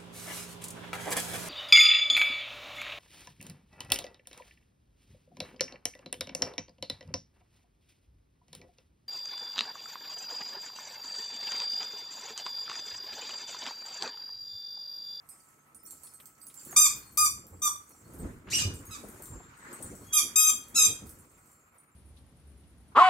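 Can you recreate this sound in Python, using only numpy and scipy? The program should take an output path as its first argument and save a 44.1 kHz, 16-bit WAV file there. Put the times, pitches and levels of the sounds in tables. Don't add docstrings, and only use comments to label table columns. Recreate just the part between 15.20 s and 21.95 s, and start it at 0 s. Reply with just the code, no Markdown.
import sys
import numpy as np
from scipy import signal
from scipy.fft import rfft, irfft
from scipy.io import wavfile
from scipy.ndimage import uniform_filter1d, minimum_filter1d

SR = 44100
rng = np.random.default_rng(int(sys.argv[2]) if len(sys.argv) > 2 else 0)


def digitize_waveform(pressure):
    field = np.atleast_2d(pressure).T
    bounded = np.clip(field, -1, 1)
    quanta = np.round(bounded * 32767).astype(np.int16)
    wavfile.write(sys.argv[1], SR, quanta)


def volts_from_db(level):
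    exponent = np.asarray(level, float) / 20
    return 10 ** exponent


N = 297675

# (frequency [Hz], level [dB])
HUSH = [(15, -22), (25, -31), (134, -5), (277, -10.5), (591, -9), (1290, -1.5), (1650, -12), (2220, -8.5),
        (3430, -27), (6740, -27), (9320, -20), (12500, -18.5), (16000, -27.5)]
HUSH_DB = -66
# (frequency [Hz], level [dB], change once the dog stands in the way [dB])
HUM = [
    (144, -76.5, -4.5),
    (1308, -73.5, -5),
]
ARRIVES_S = 1.3
# (frequency [Hz], likeness [-1 to 1])
SAME = [(30, .98), (180, .95), (350, .86), (600, .4), (1500, -.2), (5000, .15), (15000, .4)]
# (frequency [Hz], t60 [s])
ROOM = [(1000, 0.3), (2640, 0.34), (6960, 0.28)]
# (frequency [Hz], likeness [-1 to 1])
ROOM_SAME = [(100, 0.64), (600, 0.45), (1200, 0.15), (3000, 0.32), (5000, 0.43), (8000, 0.95),
             (14000, 0.97)]
BELLS_WET_DB = 3

# (frequency [Hz], level [dB])
BOOM = [(18, -34.5), (30, -9.5), (43, 0.5), (87, 3), (145, -3.5), (343, -10.5), (500, -14.5), (650, -48),
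        (1100, -120)]
# (frequency [Hz], level [dB])
RUSTLE = [(120, -27), (200, 1), (405, -11.5), (445, -9.5), (738, -18), (1100, -18.5), (1430, -39.5),
          (2420, -120)]
# (frequency [Hz], level [dB])
SWISH = [(530, -32.5), (900, 2), (1440, 6.5), (3260, -11.5), (6000, -17), (6650, -8.5), (7000, -5.5),
         (9100, -47.5), (15400, -120)]
# (time of deepest press [s], boom [dB], release [dB/s], scuff of sheets over boom [dB])
STEPS = [(0.629, -69, 27, 0), (1.537, -53, 63, 0.5), (1.77, -45, 141, -15.5), (2.012, -51.5, 25.5, -10),
         (2.35, -50, 99, -11), (2.54, -64, 201, -6), (2.86, -65, 58.5, 7), (2.96, -45, 42, -13.5),
         (3.05, -31, 152.5, -13), (3.3, -50.5, 29.5, -2.5), (3.398, -37, 52.5, -20), (3.48, -41, 166, -8),
         (3.6, -69.5, 39, -27), (3.851, -57, 47, 6), (4.15, -41, 86, -15), (4.51, -66, 28, 12.5),
         (4.649, -44.5, 45.5, -9), (4.721, -58, 89, -36), (5.049, -51, 66.5, -3.5), (5.338, -58, 81, 4),
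         (5.569, -60, 25.5, 6), (5.709, -43, 185, -5.5), (5.86, -47, 65.5, -15.5)]
PRESS_DB_PER_S, STILL_DB = 184.5, -74
# (time [s], level [dB])
MOTION = [(0, -80), (1.35, -78.5), (1.54, -61.5), (1.77, -65), (1.95, -76.5), (2.8, -80.5), (3.05, -61.5),
          (3.24, -76), (3.3, -58.5), (3.6, -66), (4.4, -64.5), (4.51, -57), (4.8, -69), (5.1, -64.5),
          (5.5, -71), (5.86, -68), (6.28, -81), (6.75, -83.5)]
# (time [s], peak level [dB], mattress ring [Hz], t60 [s])
THUDS = [(1.487, -49.5, 358, 0.24), (2, -45, 91.3, 0.42), (2.312, -38.5, 88, 0.24),
         (2.824, -47.5, 114, 0.18), (3.016, -47, 89.5, 0.11), (3.308, -32, 115.6, 0.15),
         (3.446, -20, 94.6, 0.23), (3.842, -42, 200, 0.14), (4.099, -34, 113.3, 0.22),
         (4.491, -50.5, 351, 0.43), (5.681, -26, 109, 0.056), (5.825, -39, 70, 0.23)]
# (time [s], peak level [dB], centre [Hz], t60 [s])
KNOCKS = [(1.527, -35.5, 970, 0.03), (4, -43.5, 560, 0.066), (3.836, -41, 520, 0.084),
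          (4.2, -45, 690, 0.06), (5.521, -45, 358, 0.022), (3.272, -48, 1400, 0.093),
          (3.286, -46.5, 1940, .08), (1, -53, 2500, 0.059), (.87, -56, 4100, 0.051), (2.94, -44, 340, 0.11),
          (4.6, -45, 450, 0.11), (1.3, -57.5, 3000, 0.082)]

# (frequency [Hz], level [dB], t60 [s])
BELLS = [(4350, -12.5, 0.19), (4710, -11, 0.045), (5650, -20.5, .1), (6460, -29.5, .15), (7365, -17.5, 1),
         (7925, -2.5, 0.091), (8130, 5, 0.034), (8190, -3.5, 0.15), (7700, -26, 0.033), (8750, -8.5, 0.079),
         (8400, -7, 0.12), (9200, -12, 0.072), (9220, -8.5, 0.038), (9540, -4, 0.11), (9160, 3.5, 0.028),
         (9750, -9, 0.046), (11000, -19.5, 0.11), (12220, -18, 0.07), (12900, -14, 0.047),
         (14500, -12.5, .07), (15320, -7.5, 0.084)]
# (time [s], level [dB])
ROLLING = [(0.0, -80), (0.194, -66.5), (0.59, -84), (0.742, -61.5), (1.264, -77.5), (1.402, -55),
           (1.85, -60.5), (2.2, -77), (2.39, -63), (3.1, -64.5), (3.29, -85.5), (3.55, -60.5), (4.016, -59),
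           (4.25, -77), (4.602, -61), (5.85, -64.5), (6.3, -70), (6.75, -97)]
# (frequency [Hz], level [dB])
RATTLE = [(1760, -42.5), (3000, -14), (3700, -17), (6950, 1.5), (8000, 3), (8700, -6), (9400, -16.5),
          (10200, -3.5), (16000, -7.5)]
# (time [s], peak level [dB], loudest ring [Hz], tick over the ring [dB])
STRIKES = [(.0672, -56, 12220, -7), (.289, -55, 11000, 2), (0.0904, -40.5, 8400, -0.5),
           (0.0954, -36.5, 9540, -14), (.237, -54, 9220, 0), (0.5478, -36.5, 9540, -9.5),
           (0.6633, -43, 9750, 2.5), (0.7094, -34.5, 8130, 1), (0.8356, -36, 9560, -4),
           (0.9387, -48, 12900, 4), (1.002, -43.5, 12900, -5), (1.058, -47, 8190, 11),
           (1.2019, -47, 15320, -11), (1.2168, -40.5, 8190, -3.5), (1.269, -35, 9750, -2),
           (1.343, -36.5, 8130, -1), (1.451, -34.5, 14500, -2.5), (1.5111, -35.5, 12900, 0.5),
           (1.7605, -33.5, 14500, 0.5), (1.8345, -48, 15320, -7), (1.858, -47.5, 9220, -2),
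           (1.936, -52, 12220, 3.5), (2.269, -49, 7365, 8), (2.6938, -46, 9750, 3), (2.8774, -55, 8400, -2),
           (2.937, -41, 12900, -4.5), (3.5404, -41, 8190, 5.5), (3.6536, -35.5, 12900, -6),
           (3.838, -57, 9220, 3), (3.8873, -41.5, 8190, 4.5), (4.023, -34.5, 7365, 0),
           (4.0578, -36.5, 8120, 0.5), (4.372, -53, 9220, -1.5), (4.53, -34.5, 8190, -2.5),
           (4.6258, -25, 9220, -11), (4.753, -40, 7925, -1.5), (4.835, -54, 8130, -6.5),
           (4.848, -48, 12900, -0.5), (5.4848, -44.5, 9750, 6.5), (5.8616, -44, 15100, 2),
           (5.87, -44, 9540, 3.5), (5.8944, -37.5, 12900, 0.5), (5.9883, -46.5, 11000, -2),
           (6.233, -66, 7925, 3), (6.2603, -54, 7300, 2.5), (6.3155, -50, 9540, 0),
           (6.5821, -40.5, 9600, -16), (1.974, -24.5, 7365, 8.5), (2.99, -38.5, 8190, -7),
           (2.945, -43.5, 9750, -4)]
CLATTER_DB, CLATTER_S = -19, .025
# (time [s], peak level [dB], frequency [Hz])
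TOUCHES = [(0.11, -62, 5100), (0.27, -64, 7372), (0.59, -67, 5200), (0.88, -63, 5200), (0.941, -67, 9540),
           (1.21, -62.5, 4710), (1.917, -56, 12400), (4.369, -64, 8130), (5.987, -65, 7372),
           (6.409, -65.5, 6700), (6.715, -66, 7372), (2.334, -52, 7600), (2.761, -55, 7372),
           (2.68, -62, 6800), (.2, -65, 4710), (0.84, -66, 4400), (4.47, -54, 7372), (4.75, -61, 5600),
           (4.868, -53, 6600), (6.141, -59, 7372), (0.672, -65, 4400), (0.63, -46, 15320),
           (0.65, -56, 5750), (0.7, -47.5, 7400), (0.67, -52, 7372), (0.773, -61, 7372), (1.442, -48, 7372),
           (1.491, -45.5, 7300), (0.86, -45, 9540), (6.049, -62, 8190), (6.18, -73, 8190), (.86, -51, 7925),
           (1.368, -50, 7200), (1.372, -44, 7372), (1.393, -57, 4710), (1.515, -43.5, 6600),
           (3.556, -48, 7372), (3.665, -49, 6600), (3.76, -50, 7600), (4.07, -48, 8800),
           (2.982, -53, 15320), (2.985, -56, 13000), (4.3885, -58, 8100), (4.43, -53, 7900),
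           (4.11, -49, 7400), (4.16, -56, 6700), (3.5, -61, 9220), (3.95, -61, 8190), (4.66, -47, 7200),
           (4.7, -59, 5900), (.13, -58, 8400), (0.39, -69, 6400), (3.04, -61, 8190), (2.72, -58, 5750),
           (0.94, -47, 8190), (1.235, -53, 15320)]
TOUCH_BEAT_HZ = 70
# (time [s], left over right [dB])
COLLAR = [(0, -10.5), (1.3, -14.5), (1.9, 9), (2.3, 0), (2.8, -6), (4.5, 13.5), (5.5, -4.5), (6.75, -5)]

# (time of peak [s], level [dB], rise [dB/s], fall [dB/s])
WHISTLE = [
    (4.94, -39, 444.5, 59.5),
    (5.205, -43, 702, 194.5),
    (5.31, -45, 204.5, 309),
    (5.66, -46.5, 205.5, 189.5),
]
WHISTLE_HZ = 3284
SHUT_S = 5.02

# (start time [s], length [s], level [dB], reed pitch [Hz], swell from start to end [dB])
BITES = [
    (1.56, 0.11, -12.5, 1234, -7.5),
    (1.971, 0.098, -17, 1224, -3.5),
    (2.417, 0.061, -19.5, 1216, 6),
    (3.706, 0.053, -35, 1308, -2),
    (4.923, 0.073, -15.5, 1242, 3),
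    (5.155, 0.15, -16.5, 1254, -4.5),
    (5.543, 0.12, -11.5, 1247, -0.5),
    (3.328, 0.096, -33, 2507, -7.5),
]
PRESSURE = [(.085, .55, 0, .12), (.04, .4, 0, .065), (.025, .5, 0, .055), (.14, 0, 0, .02),
            (.03, .35, 0, .09), (.025, .3, 0, .06), (.015, .5, .08, .05), (.02, .3, 0, .03)]
CLOSING = [.005, 0.0047, 0.0031, .004, 0.011, 0.0045, 0.018, 0.0037]
FLAT_SHARE, FLAT_S, SAG_S, SURGE_S = .1, 0.0025, .01, .022
RELEASE_S, RELEASE_DB = 0.019, -1
# (time [s], pitch [Hz], level [dB], brightness [dB/octave])
SLIP = [
    (3.299, 1091, -37.5, -6.5),
    (3.32, 1986, -25, -7.5),
    (3.335, 2932, -22, -11),
    (3.358, 2875, -16, -10.5),
    (3.371, 2850, -30.5, -15),
    (3.381, 2473, -23.5, 2.5),
    (3.392, 1574, -25, -7.5),
    (3.405, 1254, -24, -1),
    (3.437, 1190, -31, -7.5),
]
# (frequency [Hz], level [dB])
REED = [(1230, -10), (3000, -13), (4900, -10), (6300, 0.5), (7500, 1), (9800, -11), (13300, -11.5),
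        (15700, -26.5)]
# (mouth resonance [Hz], its boost [dB], fundamental [dB], brightness [dB/octave])
JAWS = [(7140, 3, -0.5, -0.5), (10620, 6, 9.5, 0), (3650, 2.5, 4.5, -1), (3900, 9, 3, -3),
        (11100, 2.5, -4.5, -0.5), (12000, 1.5, -2.5, -0.5), (14500, -10, -4.5, 0), (5000, 17, 0, -5),
        (4300, 7.5, -14.5, 0)]
# (lifted [Hz], lift [dB], shaded [Hz], shade [dB], brightness change [dB/octave])
SHADES = [(11000, 2.5, 5300, -1, -0.5), (4740, 4.5, 3660, -4, -1), (4800, -5.5, 2300, -11, -2),
          (5200, 3, 6600, -3, -1.5), (11200, 9, 11000, -2.5, -3), (13700, 1, 3750, 1, -1.2),
          (6540, 1.5, 8900, -2, 1), (7450, 11, 2500, 4, 0), (5800, 2, 8700, 2, -10.5)]
# (left over right [dB], left leads by [samples], room over direct [dB],
# air rush [dB], pitch flutter [share])
MUZZLE = [(0, 1, 2, -38, .02), (2, 0, 2, -36, .02), (2, 1, 3, -34, .02), (-1, 0, 5, -15, .09),
          (.5, 1, 3, -36, .02), (1.5, 1, 1, -36, .014), (1.5, 1, 5, -26, .12), (1, 0, 4, -17, .08),
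          (1, 0, 3, -14, .12)]
# (below the split [dB], above the split [dB])
HEARD = [(-2, 1.3), (-5.5, 5), (-5, 1.8), (-3.5, 0.5), (-8.5, 1.3), (-4.5, 10), (-3, 1.4), (-14, 0.5),
         (-1.5, 0.5)]
SPLIT_HZ = 6800
MOUTH_OCTAVES, SHADE_OCTAVES, AIR_GRAIN_DB = 0.25, 0.13, 3
WOBBLE_DB = 2
# (frequency [Hz], side over mid [dB])
SPREAD = [(600, -3), (1200, 3), (2500, -1), (5000, -2), (8000, -2), (12000, -8), (16000, -8)]
MASKED_DB = 24


def evened(x):
    return x / np.sqrt(np.mean(x ** 2) + 1e-20)


def read(points, hz):
    f, value = np.transpose(points)
    return np.interp(np.log(hz + 1), np.log(f + 1), value)


def along(rows, t):
    s, *columns = np.transpose(rows)
    return [np.interp(t, s, c) for c in columns]


def peaks(rows, t):
    return sum(volts_from_db(db - np.where(t < s, rise * (s - t), fall * (t - s))) for s, db, rise, fall in rows)


def add(mix, s, sound):
    part = mix[..., round(s * SR):][..., :sound.shape[-1]]
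    part += sound[..., :part.shape[-1]]


def sides(pan_db):
    return volts_from_db(np.array([[pan_db / 2], [-pan_db / 2]]))


def band(low_hz, high_hz, x):
    return signal.lfilter(*signal.butter(2, [low_hz, high_hz], "bandpass", fs=SR), x)


def noise(spectrum, size, patchy_db, flicker_db):
    frames, hz = 4 * N // size + 5, np.fft.rfftfreq(size, 1 / SR)
    a, b, c, d, patches = rng.standard_normal((frames, len(hz), 5)).T
    patches = uniform_filter1d(patches, size=8, axis=0)
    patches = evened(uniform_filter1d(patches, size=10, axis=1))
    flicker = evened(uniform_filter1d(rng.standard_normal(frames), size=3))
    same = np.clip(read(SAME, hz), -1, 1)[:, None]
    left, other = a + 1j * b, c + 1j * d
    z = np.array([left, same * left + np.sqrt(1 - same ** 2) * other])
    z *= volts_from_db(read(spectrum, hz)[:, None] + patchy_db * patches + flicker_db * flicker)
    return evened(signal.istft(z, nperseg=size, noverlap=3 * size // 4)[1][:, :N])


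def room(x, first):
    size = 30000
    taps = np.zeros((2, size))
    at = np.arange(120, size - 20, 20) + rng.integers(0, 20, (2, (size - 121) // 20))
    np.put_along_axis(taps, at, rng.choice([-1., 1.], at.shape), 1)
    np.put_along_axis(taps, rng.integers(60, 900, (2, 6)), first, 1)
    hz, t, z = signal.stft(taps, SR, nperseg=256)
    same = np.clip(read(ROOM_SAME, hz), -1, 1)[:, None]
    z[1] = same * z[0] + np.sqrt(1 - same ** 2) * z[1]
    tail = signal.istft(z * volts_from_db(-60 * t / read(ROOM, hz)[:, None]), SR, nperseg=256)[1]
    tail[:, :50] = 0
    return signal.fftconvolve(x[None], tail / np.linalg.norm(tail[0]), axes=1)


def hush():
    t = np.arange(N) / SR
    out = volts_from_db(HUSH_DB) * noise(HUSH, size=1024, patchy_db=-1.5, flicker_db=3.0)
    blocked = np.clip((t - ARRIVES_S) / .2, 0, 1)
    for hz, db, shaded_db in HUM:
        tone = np.sqrt(2) * np.sin(2 * np.pi * hz * t)
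        out += sides(-6) * volts_from_db(db + shaded_db * blocked) * tone
    return out


def mattress():
    t = np.arange(N) / SR
    presses = [(s, db, PRESS_DB_PER_S, fall) for s, db, fall, _ in STEPS]
    scuffs = [(s, db + scuff_db, PRESS_DB_PER_S, 1.59 * fall) for s, db, fall, scuff_db in STEPS]
    boom = volts_from_db(STILL_DB) + peaks(presses, t)
    rustle = volts_from_db(STILL_DB - 0.5) + peaks(scuffs, t)
    out = sides(-1.7) * volts_from_db(-5.0) * boom * noise(BOOM, size=2048, patchy_db=0.5, flicker_db=-3.0)
    out += volts_from_db(2.0) * rustle * noise(RUSTLE, size=512, patchy_db=3.0, flicker_db=1.0)
    out += volts_from_db(along(MOTION, t)[0] + 7.5) * noise(SWISH, size=512, patchy_db=2.5, flicker_db=1.0)
    return out


def paw_falls():
    out, t = np.zeros((2, N)), np.arange(SR // 3) / SR
    for s, peak_db, hz, t60 in THUDS:
        landing = 1 - np.exp(-t * hz * 1.5)
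        fall = volts_from_db(peak_db - 2.0 - 60 * t / max(t60, .01)) * np.sin(2 * np.pi * hz * t) * landing
        add(out, s, sides(-1.9) * fall)
    for s, peak_db, hz, t60 in KNOCKS:
        puff = rng.standard_normal((2, len(t)))
        puff = evened(band(hz / 1.45, hz * 1.45, puff[0] + .6 * puff))
        add(out, s, volts_from_db(peak_db - 60 * t / max(t60, .03)) * np.minimum(t * hz / 2, 1) * puff)
    return out


def rolling():
    level = volts_from_db(along(ROLLING, np.arange(N) / SR)[0])
    t, out = np.arange(SR // 5) / SR, np.zeros(N)
    for hz, db, t60 in BELLS:
        knocks = volts_from_db(3.0 * np.minimum(rng.exponential(1, N), 3))
        knocks *= rng.random(N) < 25 / SR
        ring = volts_from_db(db - 60 * t / t60) * np.sin(2 * np.pi * hz * t)
        out += signal.oaconvolve(knocks * level, ring)[:N]
    out *= np.sqrt(np.mean(level ** 2)) / out.std()
    return volts_from_db(-7) * out + volts_from_db(-4.5) * level * noise(RATTLE, size=256, patchy_db=3.0, flicker_db=4.0)


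def touches():
    out, t = np.zeros(N), np.arange(SR // 4) / SR
    for s, peak_db, hz in TOUCHES:
        ring = volts_from_db(peak_db - 60 * t / 0.077) * np.sin(2 * np.pi * hz * t)
        ring *= 1 - np.exp(-t / 0.0013)
        ring *= 1 + .5 * np.cos(2 * np.pi * (TOUCH_BEAT_HZ * t + 7 * s))
        add(out, s, ring)
    return out


def strikes():
    out, t = np.zeros(N), np.arange(SR // 4) / SR
    hz, db, t60 = np.transpose(BELLS)[..., None]
    chance = rng.standard_normal((len(STRIKES), 2, len(BELLS), 1))
    ticks = band(7000, 15500, rng.standard_normal((len(STRIKES), len(t))))
    snap, clatter = np.exp(-t / .0008), np.exp(-t / CLATTER_S)
    for (s, peak_db, ring_hz, tick_db), (luck, phase), tick in zip(STRIKES, chance, ticks):
        away = abs(np.log2(hz / ring_hz))
        struck = db + 3.5 * luck - 24.0 * away + 9.0 * (away == away.min())
        modes = volts_from_db(struck - struck.max() - 60 * t / t60) * np.sin(2 * np.pi * hz * t + 3 * phase)
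        ring = modes.sum(0) * (1 - np.exp(-t / 0.0024))
        ring += tick * (volts_from_db(tick_db + 10) * snap + volts_from_db(tick_db / 2 + CLATTER_DB) * clatter)
        add(out, s - .001, volts_from_db(peak_db - 9.0) * ring)
    return out


def whistle():
    t = np.arange(N) / SR
    hz = WHISTLE_HZ * (1 + .3 * uniform_filter1d(rng.standard_normal(N), size=300))
    first = peaks(WHISTLE[:1], t) * volts_from_db(-400 * np.maximum(t - SHUT_S, 0))
    return (first + peaks(WHISTLE[1:], t)) * np.sqrt(2) * np.sin(2 * np.pi * np.cumsum(hz) / SR)


def squeeze(start, length, level_db, top_hz, swell_db, arch, top, surge, sag, closing_s):
    t = np.arange(0, length, 1 / SR)
    u, early = t / length, (t / SURGE_S) ** 2
    share = 1 - FLAT_SHARE * np.exp(-t / FLAT_S) - arch * (u - top) ** 2 - sag * np.exp((t - length) / SAG_S)
    hz = top_hz * (share + surge * early * np.exp(1 - early))
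    closing_db = -24 * np.maximum(1 - t / closing_s, 0)
    opening_db = RELEASE_DB * np.maximum(1 - (length - t) / RELEASE_S, 0)
    return start + t, hz, level_db + swell_db * (u - .5) + closing_db + opening_db, 0 * t


def squeak(t, hz, level_db, tilt_db, jaws, shades, air_db, flutter):
    mouth_hz, boost_db, low_db, bright_db = jaws
    lift_hz, lift_db, shade_hz, shade_db, brighten_db = shades
    jitter = uniform_filter1d(rng.standard_normal(len(t)), size=150)
    hz = uniform_filter1d(hz, size=120) * (1 + flutter * jitter)
    order = np.arange(1, 15)[:, None]
    partial_hz = order * hz
    height_db = read(REED, partial_hz) + low_db * (partial_hz < 1800)
    for at_hz, db, octaves in ((mouth_hz, boost_db, MOUTH_OCTAVES), (lift_hz, lift_db, SHADE_OCTAVES),
                               (shade_hz, shade_db, SHADE_OCTAVES)):
        height_db += db * np.exp(-(np.log2(partial_hz / at_hz) / octaves) ** 2)
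    bright_db = bright_db + brighten_db * np.linspace(-.5, .5, len(t))
    height_db += (tilt_db + bright_db) * np.log2(partial_hz / 6000)
    wobble = evened(uniform_filter1d(rng.standard_normal(height_db.shape), size=1400, mode="wrap"))
    audible = partial_hz < 16500
    height = volts_from_db(height_db + WOBBLE_DB * wobble) * audible
    tone = (height * np.cos(2 * np.pi * order * np.cumsum(hz) / SR + order ** 2)).sum(0)
    tone /= np.sqrt((height ** 2).sum(0) / 2)
    air = evened(band(1700, 8500, rng.standard_normal(len(t))))
    grain = evened(uniform_filter1d(rng.standard_normal(len(t)), size=90))
    air = evened(air * volts_from_db(AIR_GRAIN_DB * grain))
    return volts_from_db(level_db) * (tone + volts_from_db(air_db) * air) * signal.windows.tukey(len(t), .05)


def settle(sound, dry):
    def broad(z):
        power = uniform_filter1d(abs(z) ** 2, size=size // 60)
        return np.sqrt(abs(uniform_filter1d(power, size=size // 60)) + 1e-12)

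    size = sound.shape[1]
    mid, side = rfft(np.array([sound[0] + sound[1], sound[0] - sound[1]]) / 2)
    spread = volts_from_db(read(SPREAD, np.fft.rfftfreq(size, 1 / SR)))
    colour = broad(rfft(dry, size)) / np.hypot(1, spread)
    mid = irfft(mid / broad(mid) * colour, size)
    side = irfft(side / broad(side) * colour * spread, size)
    return np.array([mid + side, mid - side])


def bites(out):
    slip_t = np.arange(SLIP[0][0], SLIP[-1][0], 1 / SR)
    drives = [squeeze(*row, *bend, closing_s) for row, bend, closing_s in zip(BITES, PRESSURE, CLOSING)]
    drives.append((slip_t, *along(SLIP, slip_t)))
    for drive, jaws, shades, heard, muzzle in zip(drives, JAWS, SHADES, HEARD, MUZZLE):
        low_db, high_db = heard
        pan_db, lead, wet_db, air_db, flutter = muzzle
        dry = squeak(*drive, jaws, shades, air_db, flutter) / np.hypot(1, volts_from_db(wet_db))
        sound = volts_from_db(wet_db) * room(dry, first=2.2)
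        add(sound, 0, sides(pan_db) * np.array([dry, np.roll(dry, lead)]))
        sound = settle(sound, dry)
        high = signal.sosfiltfilt(signal.butter(3, SPLIT_HZ, "highpass", fs=SR, output="sos"), sound)
        add(out, drive[0][0], sides(low_db) * (sound - high) + sides(high_db) * high)


def scene():
    collar = sides(along(COLLAR, np.arange(N) / SR)[0])[:, 0]
    near = (strikes() + touches() + rolling()) * collar + volts_from_db(-3.0) * whistle()
    out = near + volts_from_db(BELLS_WET_DB) * room(near.mean(0), first=2.3)[:, :N]
    out += sides(0.12) * (mattress() + paw_falls() + hush())
    bites(out)
    return out


def low_pass(x):
    return signal.sosfilt(signal.butter(12, 15900, fs=SR, output="sos"), x)


def record(dry):
    heard = signal.sosfilt(signal.butter(3, 42, "highpass", fs=SR, output="sos"), dry)
    heard = signal.sosfilt(signal.ellip(8, .5, 70, 15750, fs=SR, output="sos"), heard)
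    hz, _, z = signal.stft(heard, SR, nperseg=1024)
    power = uniform_filter1d((abs(z) ** 2).mean(0), size=5, axis=0)
    loudest = -minimum_filter1d(-power, size=45, axis=0)
    middle = (abs(hz - 4100) < 1900)[:, None]
    masked = (power < loudest / volts_from_db(2 * MASKED_DB)) & middle
    heard = signal.istft(z * np.where(masked, .1, 1), SR, nperseg=1024)[1][:, :N]
    return low_pass(heard)


dry = scene()
out = record(dry)
digitize_waveform(out)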